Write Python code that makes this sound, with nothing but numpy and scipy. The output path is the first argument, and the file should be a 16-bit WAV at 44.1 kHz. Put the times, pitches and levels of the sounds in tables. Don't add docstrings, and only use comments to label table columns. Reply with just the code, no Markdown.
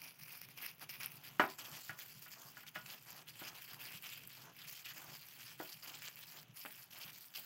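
import sys
import numpy as np
from scipy import signal
from scipy.fft import rfft, irfft, next_fast_len
from scipy.io import wavfile
from scipy.ndimage import uniform_filter1d, map_coordinates

SR = 44100
rng = np.random.default_rng(int(sys.argv[2]) if len(sys.argv) > 2 else 0)


def master(y):
    cut = np.clip(np.atleast_2d(y).T, -1, 1)
    pcm = np.round(cut * 32767)
    wavfile.write(sys.argv[1], SR, pcm.astype(np.int16))


N = 328545


def amp(db):
    return 10 ** (np.asarray(db) / 20)


def unit(x):
    return x / np.sqrt(np.mean(x ** 2) + 1e-20)


def along(points, hz):
    f, value = np.transpose(points)
    return np.interp(np.log(hz + 1), np.log(f), value)


def curves(rows):
    s, *columns = np.transpose(rows)
    return [np.interp(np.arange(N) / SR, s, column) for column in columns]


def wobble(rate):
    return map_coordinates(rng.standard_normal(N // 20), [np.arange(N) * rate / SR], order=1)


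def coloured(x, gain_db):
    m = 2 * next_fast_len(len(x) // 2 + 2048)
    cepstrum = irfft(np.log(amp(gain_db(np.fft.rfftfreq(m, 1 / SR)))))
    cepstrum[1:m // 2] *= 2
    cepstrum[m // 2 + 1:] = 0
    response = np.exp(rfft(cepstrum))
    return irfft(rfft(x, m) * response)[:len(x)]


def shaped(x, spectrum):
    return coloured(x, lambda hz: along(spectrum, hz))


def fade(t, t60):
    return np.exp(-np.log(1000) * t / t60)


def add(track, s, sound):
    part = track[max(round(s * SR), 0):][:len(sound)]
    part += sound[:len(part)]


def crackle(rate, scatter_db, clump_db, clump_rate, t60):
    at = np.flatnonzero(rng.random(N) < rate / SR)
    clumps = clump_db * wobble(clump_rate)
    scatter = scatter_db * np.minimum(rng.standard_normal(N), 2.5)
    sizes = amp(scatter + clumps)[at]
    k = np.arange(SR // 700)
    clicks = sizes[:, None] * rng.standard_normal((len(at), len(k))) * fade(k / SR, t60)
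    return np.bincount((at[:, None] + k).ravel(), clicks.ravel(), N + len(k))[:N]


def even(x):
    power = uniform_filter1d(uniform_filter1d(x ** 2, size=1700), size=700)
    return x / np.sqrt(np.abs(power) + 1e-12)


def stroke(length, attack, sag_db, t60):
    age = np.arange(int((length + t60) * SR)) / SR
    rise = np.sin(np.pi / 2 * np.minimum(age / attack, 1)) ** 2
    sag = amp(sag_db * (.5 - np.minimum(age / length, 1)))
    return rise * sag * fade(np.maximum(age - length, 0), t60)


def effort(strokes, idle_db, attack, sag_db, t60):
    power = np.full(N, amp(idle_db) ** 2)
    for start, length, db in strokes:
        add(power, start, (amp(db) * stroke(length, attack, sag_db, t60)) ** 2)
    return np.sqrt(power)


# [f/Hz, relative level/dB]
HUM_SPECTRUM = [(20, -27), (40, -32), (55, -13), (85, -21.5), (118, -0.5), (150, 1.5), (200, -8.5),
                (290, -13.5), (400, -15.5), (1000, -32), (3000, -14), (8000, -49.5), (16000, -42)]


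def hum(level_db=-69, drift_db=2.88):
    swell_db, = curves([(0, 1.452), (1.3, 1.228), (2, -1.195), (4, 1.83), (7.45, -1.945)])
    drone = unit(shaped(rng.standard_normal(N), HUM_SPECTRUM))
    return amp(level_db + swell_db + drift_db * wobble(12)) * drone


# [f/Hz, t60/s]
ROOM_DECAY = [(150, 0.252), (1000, 0.2056), (4000, 0.087), (14000, 0.068)]


def room(x, wet_db):
    hz, t, bands = signal.stft(rng.standard_normal(SR // 2), SR, nperseg=256)
    tail = signal.istft(bands * fade(t, along(ROOM_DECAY, hz)[:, None]), SR, nperseg=256)[1]
    tail = np.pad(tail / np.linalg.norm(tail), (SR // 300, 0))
    return x + amp(wet_db) * signal.fftconvolve(x, tail)[:N]


# [t/s, level/dB of a 0 dB mode]
PALM_PRESSES = [(0.201, -57), (1.722, -55.5), (1.894, -52.5), (2.15, -57), (2.44, -59.5), (2.756, -55.5),
                (2.83, -57.5), (3.119, -59), (3.719, -57.5), (3.942, -55.5), (5.082, -56), (5.74, -59),
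                (6.49, -58.5), (7.048, -58)]


def presses(t60=0.197, rise_s=0.00614):
    out, t = np.zeros(N), np.arange(SR // 3) / SR
    for s, db in PALM_PRESSES:
        sway = sum(amp(mode_db) * np.sin(2 * np.pi * (hz * t + rng.random()))
                   for hz, mode_db in [(120, -1.0), (149, 1), (195, -3.5)])
        add(out, s, amp(db) * sway * fade(t, t60) * (1 - np.exp(-t / rise_s)))
    return out


# [t/s, dry peak level/dB, treble edge f/Hz]
FINGER_SLIPS = [(6.6514, -34.5, 2406), (6.6587, -35, 2869), (6.6624, -33, 3287), (6.6671, -41.5, 3275),
                (6.6716, -45, 3072)]


def creak(ring_db=-26, ring_t60=0.0134):
    out, t = np.zeros(N), np.arange(SR // 25) / SR
    for s, db, edge_hz in FINGER_SLIPS:
        jerk = (t == 0) + amp(ring_db) * rng.standard_normal(len(t)) * fade(t, ring_t60)

        def rounding(f):
            treble_cut = 1 + np.minimum(f / edge_hz, 2) ** 12
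            bass_cut = 1 + (200 / (f + 10)) ** 4
            return -10 * np.log10(treble_cut * bass_cut)

        pulse = coloured(jerk, rounding)
        add(out, s, amp(db) * pulse / np.abs(pulse).max())
    return out


# [t/s, blow level/dB, contact hardness f/Hz, table thump level/dB,
# share of the full ring length]
BOWL_KNOCKS = [(1.396, -20, 2200, -0.5, 0.74), (1.437, -25.5, 1211, 0, 0.321),
               (1.894, -40.5, 3012, -7.5, 0.907), (2.262, -52.5, 2001, -10.5, 0.69),
               (2.570, -49.5, 2600, -7.5, 0.587), (2.632, -52, 2388, -15.5, 0.503),
               (2.757, -41.5, 2797, -4, 0.983), (3.416, -46.5, 1101, 5.5, 0.82),
               (5.600, -39.5, 1080, 4.5, 0.822)]
# [f/Hz, relative level/dB, free t60/s]
BOWL_MODES = [(195, -7.5, 0.092), (316.3, -3.5, 0.099), (368.9, -1, 0.1013), (629.7, -5, 0.1444),
              (730.7, -0.5, 0.0565), (735.5, -5, 0.201), (935.2, -22.5, 0.245), (1002.3, -9.5, 0.425),
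              (1135, -6, 0.127), (1316.7, 5.5, 0.065), (1445.4, 4, 0.157), (1475, 4, 0.078),
              (1620.6, 5.5, 0.0445), (1676.7, 4, 0.102), (1898, 14.5, 0.0267), (1952, -8, 0.14),
              (2157, -11.5, 0.079), (2200, 0.5, 0.059), (2506, -31, .05), (2640, -31.5, .1),
              (2936, 2, 0.065), (3260, -15.5, .08), (4320, -31.5, 0.1)]
# [f/Hz, relative level/dB per Hz]
TABLE_SPECTRUM = [(40, -10), (80, -25.5), (110, -6), (170, -2), (340, -3), (450, -4.5), (680, 4.5),
                  (950, 3.5), (1500, -2.5), (2000, 1.5), (2600, -1.5), (3500, -6), (6000, -7), (15000, -11)]


def bowl(clack_db=-5, clack_t60=0.0966, rattle_db=-12, rattle_t60=0.33, thump_hz=750):
    out, t = np.zeros(N), np.arange(SR // 2) / SR
    hz, mode_db, t60 = np.transpose(BOWL_MODES)[:, :, None]
    for s, db, hard_hz, thump_db, free in BOWL_KNOCKS:
        age = t / max(free, .1)
        strengths = amp(mode_db + rng.standard_normal(hz.shape))
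        phases = .5 * rng.random(hz.shape)
        modes = strengths * np.sin(2 * np.pi * (hz * t + phases)) * fade(age, t60)
        ring = np.sum(modes, axis=0) / np.linalg.norm(strengths)
        dying = amp(clack_db) * fade(age, clack_t60) + amp(rattle_db) * fade(age, rattle_t60)
        force = amp(0.0576 * (db - BOWL_KNOCKS[0][1]))
        clack = force * dying * unit(shaped(rng.standard_normal(len(t)), TABLE_SPECTRUM))

        def contact(f):
            thump = thump_db / (1 + (f / thump_hz) ** 4)
            treble_cut = 1 + (f / hard_hz) ** 4
            bass_cut = 1 + (110 / (f + 10)) ** 4
            return thump - 10 * np.log10(treble_cut * bass_cut)

        onset = 1 - np.exp(-t / 0.0007)
        add(out, s, amp(db) * coloured((2.52 * ring + clack) * onset, contact))
    return out


# [start t/s, length t/s, level/dB before the rice gain]
RICE_SMEARS = [(0.0, 0.0846, -68), (.58, 0.0435, -63.5), (.795, 0.0336, -58), (.98, 0.39, -70),
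               (1.57, 0.2186, -61.5), (1.93, 0.12, -71.5), (2.34, 0.1507, -65), (2.55, 0.0579, -74.5),
               (2.86, 0.0904, -63.5), (3.05, 0.17, -65), (3.39, 0.1884, -64), (3.67, 0.2784, -67),
               (4.35, 0.0826, -67.5), (4.42, 0.08, -62), (4.94, 0.202, -62.5), (5.33, 0.0887, -74),
               (5.84, 0.119, -63), (6.32, 0.0662, -64.5), (6.92, 0.18, -66), (7.34, .06, -64.5)]
# [f/Hz, relative level/dB]
RICE_SPECTRUM = [(100, -32), (250, 0.5), (480, -5), (750, 2.5), (1150, 1.5), (1600, -1), (2500, -16.5),
                 (4800, -21), (6200, -5.5), (8000, -23.5)]


def rice(level_db=1, idle_db=-75.5, attack_s=0.0348, sag_db=0.5, t60=0.148):
    push = effort(RICE_SMEARS, idle_db, attack_s, sag_db, t60)
    slips = crackle(2500, scatter_db=2, clump_db=1.5, clump_rate=60, t60=.002)
    return amp(level_db) * push * even(shaped(slips, RICE_SPECTRUM))


# [t/s, level/dB before the snap gain, treble share 0-1]
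FOLD_SNAPS = [(0.018, -39, 0.74), (.235, -40.5, 0.75), (0.416, -38, 0.83), (0.4876, -42.5, 0.78),
              (.576, -42.5, 0.46), (0.6627, -31, 0.9), (0.7958, -46, 0.73), (0.8933, -36, 0.69),
              (1.0326, -33, 0.56), (1.06, -31.5, 0.92), (1.119, -40.5, 0.83), (1.716, -43.5, 0.61),
              (1.99, -39.5, 0.55), (2.3171, -43, 0.72), (2.6341, -47.5, 0.84), (2.8627, -41.5, 0.41),
              (3.105, -39, 0.83), (3.734, -41.5, 0.94), (3.8297, -42.5, 0.65), (3.8687, -40, 0.96),
              (4.0242, -40, .95), (4.2362, -47, 0.01), (4.2745, -38.5, .97), (4.774, -59, .2),
              (4.9359, -41, 0.94), (5.0443, -43.5, 0.98), (5.1522, -42, .95), (6.021, -43.5, 0.39),
              (6.0533, -40, 0.81), (6.0843, -39, 0.06), (6.158, -41.5, .95), (6.2106, -42, 0.97),
              (6.321, -46.5, 0.91), (6.43, -47, 0.64), (7.2432, -48.5, 0.63)]
# [f/Hz, relative level/dB]
FOLD_SPECTRUM = [(100, -46.5), (350, -17), (800, -13.5), (1300, -5.5), (1700, -2), (2000, -1), (2450, 3),
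                 (3100, 4), (3800, -2), (5000, 1), (7000, -11), (9000, -27.5), (16000, -82)]
STICKY_SPECTRUM = [(300, -56), (1500, -25.5), (3000, 1.5), (3900, -1), (4600, 5), (5200, 3), (6100, -0.5),
                   (7300, 0), (8900, -11), (11000, -20.5), (16000, -24.5)]
CREASE_SPECTRUM = [(1000, -62), (5000, -19.5), (8000, -7.5), (9000, -10.5), (10000, -6.5), (11500, -4),
                   (13000, 0), (13800, 1), (14600, -1.5), (16000, -0.5)]


def snaps(level_db=2, snap_t60=.0065, shiver_db=-22, shiver_t60=0.015):
    out, t = np.zeros(N), np.arange(SR // 20) / SR
    for s, db, treble in FOLD_SNAPS:
        tick = rng.standard_normal(len(t))
        bright = unit(shaped(tick, CREASE_SPECTRUM))
        dull = unit(shaped(tick, FOLD_SPECTRUM) + shaped(tick, STICKY_SPECTRUM))
        snap = np.sqrt(treble) * bright + np.sqrt(1 - treble) * dull
        dying = fade(t, snap_t60) + amp(shiver_db) * fade(t, shiver_t60)
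        add(out, s, amp(db + level_db) * snap * dying)
    return out


# [start t/s, length t/s, drop level/dB]
FINGER_RESTS = [(.14, 0.0339, 4.5), (0.467, 0.0228, 6.5), (0.527, 0.0306, 7.5), (0.746, 0.0509, 5),
                (.858, 0.0259, 8), (1.19, 0.0351, 5.5), (1.332, 0.0514, 3), (2.64, 0.0151, 9),
                (2.705, 0.0341, 8.5), (2.82, 0.0197, 0.5), (3.236, 0.0221, 11.5), (3.314, .02, 4),
                (4.48, 0.064, 7.5), (5.563, 0.01617, 0), (6.44, 0.0947, 11), (6.855, 0.0445, 7),
                (7.29, 0.0343, 4)]


def stillness(edge_s=0.01335):
    t = np.arange(N) / SR
    drop_db = np.zeros(N)
    for s, length, drop in FINGER_RESTS:
        drop_db += drop * np.interp(t, [s - edge_s, s, s + length, s + length + edge_s], [0, 1, 1, 0])
    return amp(-drop_db)


def flexed(x, patchy_db, size=5):
    z = signal.stft(x, nperseg=256)[2]
    field = rng.standard_normal(z.shape)
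    for _ in range(2):
        field = uniform_filter1d(field, size, axis=0)
        field = uniform_filter1d(field, 2 * size, axis=1)
    return signal.istft(z * amp(patchy_db * unit(field)), nperseg=256)[1][:N]


# [start t/s, length t/s, tight creases level/dB, slack folds level/dB over creases,
# sticky rice level/dB over creases]
GLOVE_SQUEEZES = [ (0.0, 0.098, -57, -2.5, -3), (0.182, 0.0812, -58, -3.5, -6),
                  (0.264, 0.1097, -53, -2.5, -4), (0.401, 0.032, -51, -2, -6), (0.492, 0.024, -59, -1, -1),
                  (0.559, .145, -57, 2, -2), (0.604, .055, -52, 1, -3), (0.796, 0.0464, -53, 1.5, 0),
                  (0.881, 0.0283, -49, -1.5, -8), (.925, .03, -56, 1, -4), (0.989, 0.0653, -51, 1.5, -3),
                  (1.075, 0.10044, -59, -8, -8), (1.227, 0.054, -54, -0.5, -3),
                  (1.385, 0.0667, -53, -2.5, -8), (1.477, 0.0442, -54, -0.5, 0),
                  (1.575, 0.0349, -50, 0.5, 0), (1.631, 0.2723, -55, -3.5, -1),
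                  (1.968, 0.0592, -54, -0.5, -3), (2.044, 0.1285, -59, -2, -2),
                  (2.208, 0.0392, -55, -3.5, -1), (2.306, 0.0327, -53, -1.5, 0),
                  (2.38, 0.119, -60, -5.5, 1), (2.548, 0.0494, -59, -2, 0), (2.654, 0.0319, -56, 1.5, 0),
                  (2.736, 0.0226, -55, 3.5, 0), (2.844, 0.0997, -56, -0.5, -3), (3.054, 0.0705, -60, 0, 0),
                  (3.152, 0.038, -56, 0, 0), (3.261, .04, -59, -0.5, 0), (3.345, .04, -60, 1.5, -1),
                  (3.382, .075, -53.5, 2, 0), (3.454, .035, -55, 6, 2), (3.529, 0.1202, -57, -0.5, -2),
                  (3.666, .08, -56, 1, -4), (3.784, .19, -54, 0.5, -2), (4.017, .17, -56, 2.5, -2),
                  (4.28, .14, -62, -1, -4), (4.539, .11, -60.5, 1.5, -4), (4.663, 0.1496, -55, -1.5, -1),
                  (4.84, .07, -54, 3.5, -1), (4.926, 0.2397, -58, -1, -1), (5.164, 0.2116, -60, -1, -3),
                  (5.377, .15, -58, 1.5, -1), (5.578, 0.167, -55, -0.5, -2), (5.816, 0.171, -58, 2.5, 0),
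                  (5.865, .032, -53, -0.5, 0), (6.008, 0.0722, -53, 2.5, 1), (6.155, 0.084, -56, 0.5, -3),
                  (6.26, 0.1414, -57, -2.5, -3), (6.554, .08, -52, -6, -4), (6.643, 0.1945, -57, -5.5, -6),
                  (6.901, 0.19, -55, -1.5, -3), (7.109, 0.122, -58, -10, -3),
                  (7.241, 0.044, -56.5, -21, -10), (7.339, 0.0526, -46.5, -4, -3),
                  (7.396, 0.057, -55.5, -4.5, -4)]
# [creases level/dB, folds level/dB, sticky rice level/dB]
GLOVE_IDLE = (-61.5, -64.5, -65)


def glove(attack_s=.02, sag_db=2, t60=.15, surge_db=1.5, pops_db=-8):
    start, length, db, slack_db, rice_db = np.transpose(GLOVE_SQUEEZES)
    tight, slack, peeling = [effort(zip(start, length, level), idle, attack_s, sag_db, t60)
                             for level, idle in zip([db, db + slack_db, db + rice_db], GLOVE_IDLE)]
    rate = 2200 * (peeling / np.median(peeling)) ** .4
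    shared = unit(crackle(rate, scatter_db=4.0, clump_db=2.5, clump_rate=210, t60=0.00187))
    flaps = unit(crackle(rate / 2, scatter_db=4.0, clump_db=3, clump_rate=100, t60=0.00833))
    peels = unit(crackle(rate / 2, scatter_db=1.5, clump_db=8, clump_rate=88, t60=0.00215))
    ticks = unit(crackle(rate / 2, scatter_db=5.5, clump_db=4, clump_rate=100, t60=.0012))
    pops = amp(pops_db) * unit(crackle(70, scatter_db=3, clump_db=1, clump_rate=30, t60=.0015))
    folds = slack * even(shaped(shared + 0.738 * flaps + pops, FOLD_SPECTRUM))
    sticky = peeling * even(shaped(shared + 0.5424 * peels + pops, STICKY_SPECTRUM))
    creases = tight * even(shaped(shared + 0.67 * ticks + 1.45 * pops, CREASE_SPECTRUM))
    surges = amp(surge_db * wobble(40))
    return stillness() * surges * flexed(folds + sticky + creases, patchy_db=2.2)


# [f/Hz, level/dB]
LIFTED_SPECTRUM = [(900, 2.5), (1700, -2.5), (2450, 4), (3200, -3.5), (4500, -1), (5700, 3), (7600, -9),
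                   (8300, -4), (9400, 2.5), (10600, 3.5), (12000, 1), (14500, 0)]


def lowered(film):
    lifted, = curves([(1.1, 0.953), (1.4, 0.017)])
    return lifted * shaped(film, LIFTED_SPECTRUM) + (1 - lifted) * film


def scene():
    film = room(lowered(glove() + snaps()), wet_db=-14.5)
    ceramic = room(bowl() + creak(), wet_db=-10.5)
    mono = hum() + presses() + ceramic + rice() + film
    return np.array([mono, mono])


def record(dry, top_hz=15800):
    m = next_fast_len(N + SR // 2)
    kept = np.fft.rfftfreq(m, 1 / SR) < top_hz
    return irfft(rfft(dry, m) * kept, m)[:, :N]


dry = scene()
out = record(dry)
master(out)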